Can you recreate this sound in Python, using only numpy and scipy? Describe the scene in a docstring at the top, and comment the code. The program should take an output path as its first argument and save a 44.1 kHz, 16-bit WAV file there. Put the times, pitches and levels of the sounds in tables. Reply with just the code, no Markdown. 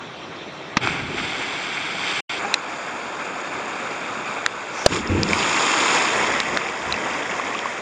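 """A river gorge: two jumps into a pool, heard by a small waterproof camera from above, then afloat.
Each body slaps the surface, its air cavity collapses into low, resonating bubbles, and spray rains
back over the rush of the river. After the second jump foam gurgles and waves push on the camera.
Drops knock on its shell and hard hits overload it. A brief silence precedes the change of place."""
import sys
import numpy as np
from scipy import signal
from scipy.fft import rfft, irfft, next_fast_len
from scipy.io import wavfile
from scipy.ndimage import uniform_filter1d

SR = 44100
rng = np.random.default_rng(int(sys.argv[2]) if len(sys.argv) > 2 else 0)


def generate_wav(signal):
    """Clip the signal to [-1, 1] and save it as 16-bit WAV at the path in sys.argv[1]."""
    frames = np.transpose(np.atleast_2d(signal))
    scaled = np.clip(frames, -1, 1) * 32767
    pcm = np.round(scaled).astype(np.int16)
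    wavfile.write(sys.argv[1], SR, pcm)


N = 344458
T = np.arange(N) / SR
FFT_SIZE = next_fast_len(N, True)
HZ = np.fft.rfftfreq(FFT_SIZE, 1 / SR)
FOAM_START_S, FOAM_RISE_S, FOAM_HOLD_S = 5.79, 0.4, 0.14

# Source spectra, FAR from above and NEAR at the waterline: frequency_hz, relative_density_db
RIVER_FAR_SPECTRUM = [(24, -78.5), (40, -44), (75, -18.5), (152, -8), (234, -10), (315, -7.5), (352, -6),
                      (432, -8), (1930, -14.5), (2830, -16.5), (3980, -19), (9000, -46), (11700, -76),
                      (19800, -120)]
RIVER_NEAR_SPECTRUM = [(24, -69), (40, -24.5), (119, -10), (240, -3.5), (1370, -0.5), (1930, -6.5),
                       (2530, -9.5), (4070, -28.5), (4660, -21.5), (5850, -27.5), (7010, -22),
                       (9000, -35.5), (11700, -65), (19800, -120)]
CAVITY_FAR_SPECTRUM = [(21, -50.5), (35, -14), (129, 1), (225, -1.5), (258, 2), (379, -3), (450, -6),
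                       (580, -45), (990, -120)]
CAVITY_NEAR_SPECTRUM = [(18, -42), (30, -20), (91, -6), (120, -11), (200, -4), (319, -6.5), (386, -7),
                        (520, -11), (680, -31), (1140, -120)]
SPRAY_FAR_SPECTRUM = [(88, -28), (150, -10), (336, -4), (581, -6), (804, -2.5), (1040, -5), (2250, 3),
                      (4860, -27), (6610, -25), (7450, -22.5), (9000, -40), (11700, -42), (19800, -120)]
SPRAY_NEAR_SPECTRUM = [(65, -42), (110, -13.5), (314, -1.5), (695, -4.5), (1040, 1.5), (2670, -2.5),
                       (2870, -8.5), (5080, -16), (6000, -22), (6950, -13.5), (8060, -23), (9000, -21.5),
                       (11700, -51), (19800, -120)]
FOAM_SPECTRUM = [(35, -48), (60, -20), (182, -8.5), (509, -2.5), (996, -3.5), (1390, -2.5), (1950, -0.5),
                 (2900, -11.5), (3970, -16), (4410, -19.5), (6850, -20.5), (9000, -28), (11700, -49),
                 (19800, -120)]
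RUMBLE_SPECTRUM = [(15, -19), (35, -5), (70, 4.5), (120, -0.5), (200, -2.5), (400, -32), (900, -93)]
# Impacts of a body on water: start_s, push_db, push_hz, push_decay_s, heave_db, heave_hz,
# heave_decay_s, crack_db, crack_decay_s, crack_top_hz
BODY_SLAPS = [(0.7694, 1, 980, 0.00088, -3.5, 229, 0.0041, -4.5, 0.0053, 2820),
              (0.8731, -5, 1320, 0.0012, -30, 300, .004, -10.5, 0.0027, 2980),
              (4.862, 17.5, 592, 0.0015, 6, 430, 0.0016, 14.5, 0.0014, 6640)]
# The air cavity behind each body: start_s, murmur_db, pinch_off_db
AIR_CAVITY_FAR = (0.795, -26, -31)
AIR_CAVITY_NEAR = (4.88, -24, -21.5)
# Water thrown up (entry sheet, rain of spray, rebounding jet):
# start_s, attack_s, hold_s, release_s, churn_db, spray_re_churn_db
SURGES_FAR = [(.802, 0.033, 0.033, 0.17, -21, -9), (1.07, 0.12, 0.68, 0.85, -28.5, -6),
              (1.165, .018, .01, .02, -26, -14), (1.93, 0.16, 0.025, 0.49, -26, -4)]
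SURGES_NEAR = [(4.875, 0.052, 0.036, 0.04, -22, -5.5), (4.99, 0.061, 0.3, 0.093, -28, -15),
               (5.2, .19, 0.57, 0.33, -19.5, -6.5), (5.86, 0.1, .01, 0.048, -24.5, -7)]
# The current at the waterline, before spray screens it: time_s, rush_db, hiss_re_rush_db
CURRENT_LEVELS = [(2.4, -26, -13.5), (2.9, -29.5, -12.5), (4.4, -27.5, -13.5), (4.7, -30, -12),
                  (4.86, -26.5, -10)]
# Single bubbles close by, the deepest from the cavity: start_s, level_db, pitch_hz, decay_cycles
CLOSE_BUBBLES = [(2.448, -20.5, 811, 18), (5.099, -12.5, 92, 5.3), (5.185, -16.5, 150, 3.7),
                 (5.861, -18, 1030, 20), (5.973, -13, 2583, 15), (6.688, -14, 2290, 5.7),
                 (6.896, -21, 985, 8), (6.941, -13, 2627, 8), (7.397, -13, 1075, 4.6),
                 (7.5484, -14, 2600, 4.9), (7.551, -13.5, 1170, 5), (7.6568, -9.5, 1070, 2.6)]
# Drops striking the shell: start_s, level_db, pitch_hz, decay_s, splatter_ratio
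SHELL_DROPS = [(2.5409, 0, 4015, 0.0017, .9), (2.5413, -9, 2650, 0.0016, .5),
               (4.4627, 4.5, 1800, 0.00074, 0.64), (4.963, -19, 2220, .0029, .6),
               (5.074, -18, 5240, .0015, .3), (5.2324, -5.5, 4870, 0.00082, 0.94),
               (5.289, -14, 5060, 0.0018, .4), (5.3325, 1, 2320, .0016, 0.026), (5.39, -9, 4930, .001, .4),
               (6.4022, -1, 3760, 0.00048, 0.76), (6.5729, 2, 1820, 0.00074, 0.28),
               (6.9245, -7, 3940, 0.0016, .6), (7.591, -12, 3220, 0.001, .4)]
# Waves shoving the camera: centre_s, level_db
WAVE_PUSHES = [(6.55, -43), (6.91, -42.5)]
# Resonances and dips of the shell, by direction and wetness: centre_hz, half_width_hz, gain_db
FAR_SHELL = [(3500, 310, 1), (4630, 510, -5.5), (5700, 380, 4), (7350, 300, 5)]
DRY_SHELL = [(553, 79, -7), (1880, 210, -7), (2300, 200, 0), (3450, 340, 3.5), (3970, 130, -6),
             (4790, 370, 7.5), (6670, 270, -9.5), (7300, 280, -2), (8470, 270, 3.5)]
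AFLOAT_SHELL = [(1930, 144, -4.5), (2470, 570, 4.5), (3614, 330, 8), (4150, 220, 2), (4800, 190, 1.5),
                (6000, 330, -1.5), (6920, 320, 3), (9400, 350, 6.5)]
WET_SHELL = [(240, 170, 1.5), (1020, 140, 1), (1650, 330, -3), (2580, 540, 0.5), (4190, 430, -7),
             (5440, 420, 2.5), (5730, 250, -1.5), (6960, 370, 4), (8780, 400, -2)]
# Narrow dips of the microphone: centre_hz, half_width_hz, gain_db
MIC_NOTCHES = [(2902, 54, -18), (8010, 216, -18.5)]
# The treble falls away above about 9 kHz: frequency_hz, gain_db
TREBLE_ROLLOFF = [(8800, -0.5), (9800, -9), (11000, -21.5), (16000, -12.5)]


def amp(db):
    """Amplitude grows tenfold for every 20 decibels."""
    return 10 ** (np.asarray(db) / 20)


def unit(x):
    """Normalisation to an rms of 1."""
    return x / np.sqrt(np.mean(x ** 2) + 1e-20)


def curve(points):
    """A spectrum in dB, interpolated over log frequency."""
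    hz, db = np.transpose(points)
    return np.interp(np.log(HZ + 1), np.log(hz + 1), db)


def resonances(rows):
    """Cascaded responses add in dB: here bell-shaped peaks and dips."""
    return sum(db * np.exp(-((HZ - hz) / width) ** 2) for hz, width, db in rows)


def colour(x, db):
    """Filtering multiplies the spectrum by a gain at each frequency."""
    return irfft(rfft(x, FFT_SIZE) * amp(db), FFT_SIZE)[:N]


def lowpass(x, hz, order=2):
    """Causal attenuation above a cutoff."""
    return signal.sosfilt(signal.butter(order, hz, fs=SR, output="sos"), x)


def after(s):
    """A unit step, spread over 4 ms."""
    return np.clip((T - s) / .004 + .5, 0, 1)


def surge(start_s, attack_s, hold_s, release_s):
    """An envelope of linear rise, plateau and exponential decay."""
    age = T - start_s
    return np.clip(age / attack_s, 0, 1) * np.exp(-np.maximum(age - attack_s - hold_s, 0) / release_s)


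def add(mix, s, sound):
    """Superposition of a sound on the mix, starting at time s."""
    part = mix[round(s * SR):][:len(sound)]
    part += sound[:len(part)]


def wash(patchy_db, flicker_db, size=512):
    """Countless bubbles of random phase merge into noise that swells in patches and flickers."""
    shape = (N // (size // 4) + 5, size // 2 + 1)  # frames, frequency bins
    real, imag, patches = rng.standard_normal((3, *shape))
    patches = unit(uniform_filter1d(uniform_filter1d(patches, size=14, axis=0), size=6, axis=1))
    flicker = unit(uniform_filter1d(rng.standard_normal(shape[0]), size=8))
    field = (real + 1j * imag) * amp(patchy_db * patches + flicker_db * flicker[:, None])
    return unit(signal.istft(field.T, nperseg=size, noverlap=size - size // 4)[1][:N])


def bubbles(per_s, low_hz, high_hz, cycles, spread_db, rise=0.0852, sizes=24):
    """Each bubble is a damped oscillator whose pitch rises as it nears the surface."""
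    out = np.zeros(N)
    for hz in np.geomspace(low_hz, high_hz, sizes):
        age = np.arange(int(5 * cycles / hz * SR)) * hz / cycles / SR  # in decay times
        ring = np.exp(-age) * np.sin(2 * np.pi * cycles * age * (1 + rise * age))
        when, strength = rng.random((2000, 2))[:int(per_s * N / SR / sizes)].T
        height = hz * amp(spread_db * np.minimum(-np.log(1 - strength), 4))
        places = (when * N).astype(int)[:, None] + np.arange(len(ring))
        out += np.bincount(places.ravel(), np.outer(height, ring).ravel(), N)[:N]
    return unit(out)


def shaped_noise(x, spectrum_db, top_hz=9350):
    """Spectral shaping: noise takes the given spectrum, with little treble above top_hz."""
    return unit(colour(x, spectrum_db - 10 * np.log10(1 + (HZ / top_hz) ** 70)))


def two_bands(x, low_gain, high_gain, split_hz=2950):
    """A crossover gives the churning water and its fine spray separate envelopes."""
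    low = colour(x, -10 * np.log10(1 + (HZ / split_hz) ** 20))
    return low_gain * unit(low) + high_gain * unit(x - low)


def splash_gains(rows):
    """Incoherent surges add in power; returns the gains of churn and spray."""
    powers = [(surge(*shape) * amp([[churn_db], [churn_db + spray_db]])) ** 2
              for *shape, churn_db, spray_db in rows]
    return np.sqrt(sum(powers))


def river_far(level_db=-34.5):
    """At a distance the river's bubbles sum incoherently to a steady rush."""
    rush = wash(patchy_db=-2.2, flicker_db=0.4)
    return amp(level_db) * shaped_noise(rush, curve(RIVER_FAR_SPECTRUM) + resonances(FAR_SHELL))


def slaps(size=3000):
    """Impact radiation: a body gives the surface a damped push, a deeper heave and a crack."""
    out, t = np.zeros(N), np.arange(size) / SR
    for s, push_db, hz, push_s, heave_db, heave_hz, heave_s, crack_db, crack_s, top_hz in BODY_SLAPS:
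        push = -np.sin(2 * np.pi * hz * t) * np.exp(-t / push_s)
        heave = -np.sin(2 * np.pi * heave_hz * t) * np.exp(-t / heave_s)
        crack = unit(lowpass(rng.standard_normal(size), top_hz)) * np.exp(-t / crack_s)
        add(out, s, amp(push_db) * push + amp(heave_db) * heave + amp(crack_db) * crack)
    radiated = out - lowpass(out, 130, order=1)  # the open surface radiates little deep bass
    return lowpass(radiated, 6700, order=8)


def cavity(event, spectrum, per_s, cycles, fade_s):
    """Entrained air resonates as large, low bubbles while the cavity opens and then pinches off."""
    s, murmur_db, pinch_db = event
    boil = bubbles(per_s, 33, 598, cycles, spread_db=3, sizes=20)
    murmur = amp(murmur_db) * surge(s, attack_s=0.046, hold_s=0, release_s=0.18)
    pinch = amp(pinch_db) * surge(s + 0.14, attack_s=0.14, hold_s=0.089, release_s=fade_s)
    return unit(colour(boil, curve(spectrum))) * np.hypot(murmur, pinch)


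def splash_far():
    """Falling spray traps ringing bubbles, which overlap into a blur at a distance."""
    rain = wash(patchy_db=0.3, flicker_db=-0.4)
    rain += 0.72 * bubbles(3000, 506, 9060, cycles=3.6, spread_db=0)
    spray = shaped_noise(rain, curve(SPRAY_FAR_SPECTRUM) + resonances(DRY_SHELL))
    return two_bands(spray, *splash_gains(SURGES_FAR))


def river_near():
    """At close range single bubble resonances stand out of the rush as a babble."""
    babble = wash(patchy_db=1.25, flicker_db=-0.8)
    babble += 0.5 * bubbles(2500, 245.6, 8260, cycles=4.9, spread_db=2)
    water = shaped_noise(babble, curve(RIVER_NEAR_SPECTRUM) + resonances(AFLOAT_SHELL))
    s, rush_db, hiss_db = np.transpose(CURRENT_LEVELS)
    rush = amp(np.interp(T, s, rush_db))
    hiss = rush * amp(np.interp(T, s, hiss_db))
    return two_bands(water, rush, hiss)


def drops_and_bubbles(overtone_ratio=2.1, overtone_db=-14, bubble_splatter=0.05, size=12000):
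    """Impulse response: each drop on the shell or close bubble rings down with a noisy splatter."""
    out, t = np.zeros(N), np.arange(size) / SR
    ringing = [(s, db, hz, cycles / hz, bubble_splatter) for s, db, hz, cycles in CLOSE_BUBBLES]
    for s, db, hz, decay_s, splatter in list(SHELL_DROPS) + ringing:
        decay = np.exp(-t / decay_s)
        overtone = amp(overtone_db) * decay * np.sin(2 * np.pi * overtone_ratio * hz * t)
        ring = np.sin(2 * np.pi * hz * t) + overtone
        noise = unit(lowpass(rng.standard_normal(size), 5100))
        hit = amp(db) * decay * (ring + splatter * noise)
        add(out, s, hit - lowpass(hit, .5 * hz, order=1))  # small sources radiate bass poorly
    return lowpass(out, 8220, order=14)


def swish(centre_s=4.805, width_s=0.054, level_db=-37, hz=5700, width_hz=650):
    """Narrow-band noise swells into a brief, high swish just before the second landing."""
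    band = shaped_noise(rng.standard_normal(N), -20 * np.log10(1 + ((HZ - hz) / width_hz) ** 2))
    return amp(level_db) * band * np.exp(-((T - centre_s) / width_s) ** 2)


def splash_near():
    """Damping sets the timbre of the close shower: heavily damped bubbles patter, others plink."""
    shower = wash(patchy_db=0.3, flicker_db=0.95)
    patter = 0.66 * bubbles(2200, 574, 7330, cycles=1.1, spread_db=2.5)
    plinks = 0.5 * bubbles(600, 290, 4115, cycles=9.37, spread_db=1.5)
    spray = shaped_noise(shower + patter + plinks, curve(SPRAY_NEAR_SPECTRUM) + resonances(WET_SHELL))
    return two_bands(spray, *splash_gains(SURGES_NEAR))


def foam(level_db=-22, lap_db=0.74, lap_s=0.21, fade_s=1.67):
    """Pitch varies inversely with bubble size: as wavelets rock foam, large ones gurgle, small tick."""
    froth = wash(patchy_db=0.9, flicker_db=-1)
    gurgle = 0.44 * bubbles(900, 199.7, 4355, cycles=5.74, spread_db=2.5)
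    ticks = 0.29 * bubbles(500, 2380, 9600, cycles=3.7, spread_db=4.5)
    lapping = unit(lowpass(rng.standard_normal(N), .5 / lap_s))
    envelope = amp(level_db + lap_db * lapping) * surge(FOAM_START_S, FOAM_RISE_S, FOAM_HOLD_S, fade_s)
    spectrum_db = curve(FOAM_SPECTRUM) + 1.32 * resonances(WET_SHELL)
    return envelope * shaped_noise(froth + gurgle + ticks, spectrum_db)


def buffets(wake_db=-50, fade_s=0.71, width_s=0.056):
    """Pressure fluctuations of the wake and its waves reach the camera as a deep, lumpy rumble."""
    rumble = colour(wash(patchy_db=2.5, flicker_db=-2.5, size=2048), curve(RUMBLE_SPECTRUM))
    wake = amp(wake_db) * surge(FOAM_START_S, FOAM_RISE_S, FOAM_HOLD_S, fade_s)
    waves = sum(amp(db) * np.exp(-((T - s) / width_s) ** 2) for s, db in WAVE_PUSHES)
    return (wake + waves) * unit(rumble)


def gain_control(x, limit_db=-6, release_db_per_s=13, slope=0.62, attack_hz=70, late_s=0.0043):
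    """Compression: gain falls just after a peak passes the limit and recovers as the held peak sinks."""
    fall_db = T * release_db_per_s
    held_db = np.maximum.accumulate(20 * np.log10(abs(x) + 1e-9) + fall_db) - fall_db
    excess_db = np.maximum(held_db - limit_db, 0)
    delayed_db = np.interp(T - late_s, T, excess_db)
    return x / amp(slope * lowpass(delayed_db, attack_hz))


def scene(move_s=2.392, silence_start_s=2.205, silence_end_s=2.295, screening_db=-8):
    """Sources superpose at two listening points in turn: high on the bank, then at the waterline."""
    above = river_far() + splash_far()
    above += cavity(AIR_CAVITY_FAR, CAVITY_FAR_SPECTRUM, per_s=700, cycles=2.35, fade_s=0.14)
    afloat = splash_near()
    afloat += cavity(AIR_CAVITY_NEAR, CAVITY_NEAR_SPECTRUM, per_s=900, cycles=2.57, fade_s=0.13)
    screening = amp(screening_db * after(SURGES_NEAR[0][0]))  # the wall of spray hides the river
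    afloat += screening * river_near() + buffets() + foam() + swish()
    moved = after(move_s)
    water = (1 - moved) * above + moved * afloat
    audible = 1 - after(silence_start_s) + after(silence_end_s)
    return (audible * (water + slaps() + drops_and_bubbles()))[None]


def record(dry, ceiling=0.83, band_edge_hz=16400):
    """Saturation clips hard hits and the gain dips; notches, treble roll-off and a band limit follow."""
    clipped = dry[0] / (1 + (dry[0] / ceiling) ** 20) ** (1 / 20)
    heard = colour(gain_control(clipped), resonances(MIC_NOTCHES) + curve(TREBLE_ROLLOFF))
    band_limit = signal.firwin(511, band_edge_hz, window=("kaiser", 9), fs=SR)
    return signal.oaconvolve(heard, band_limit, "same")[None]


dry = scene()
out = record(dry)
generate_wav(out)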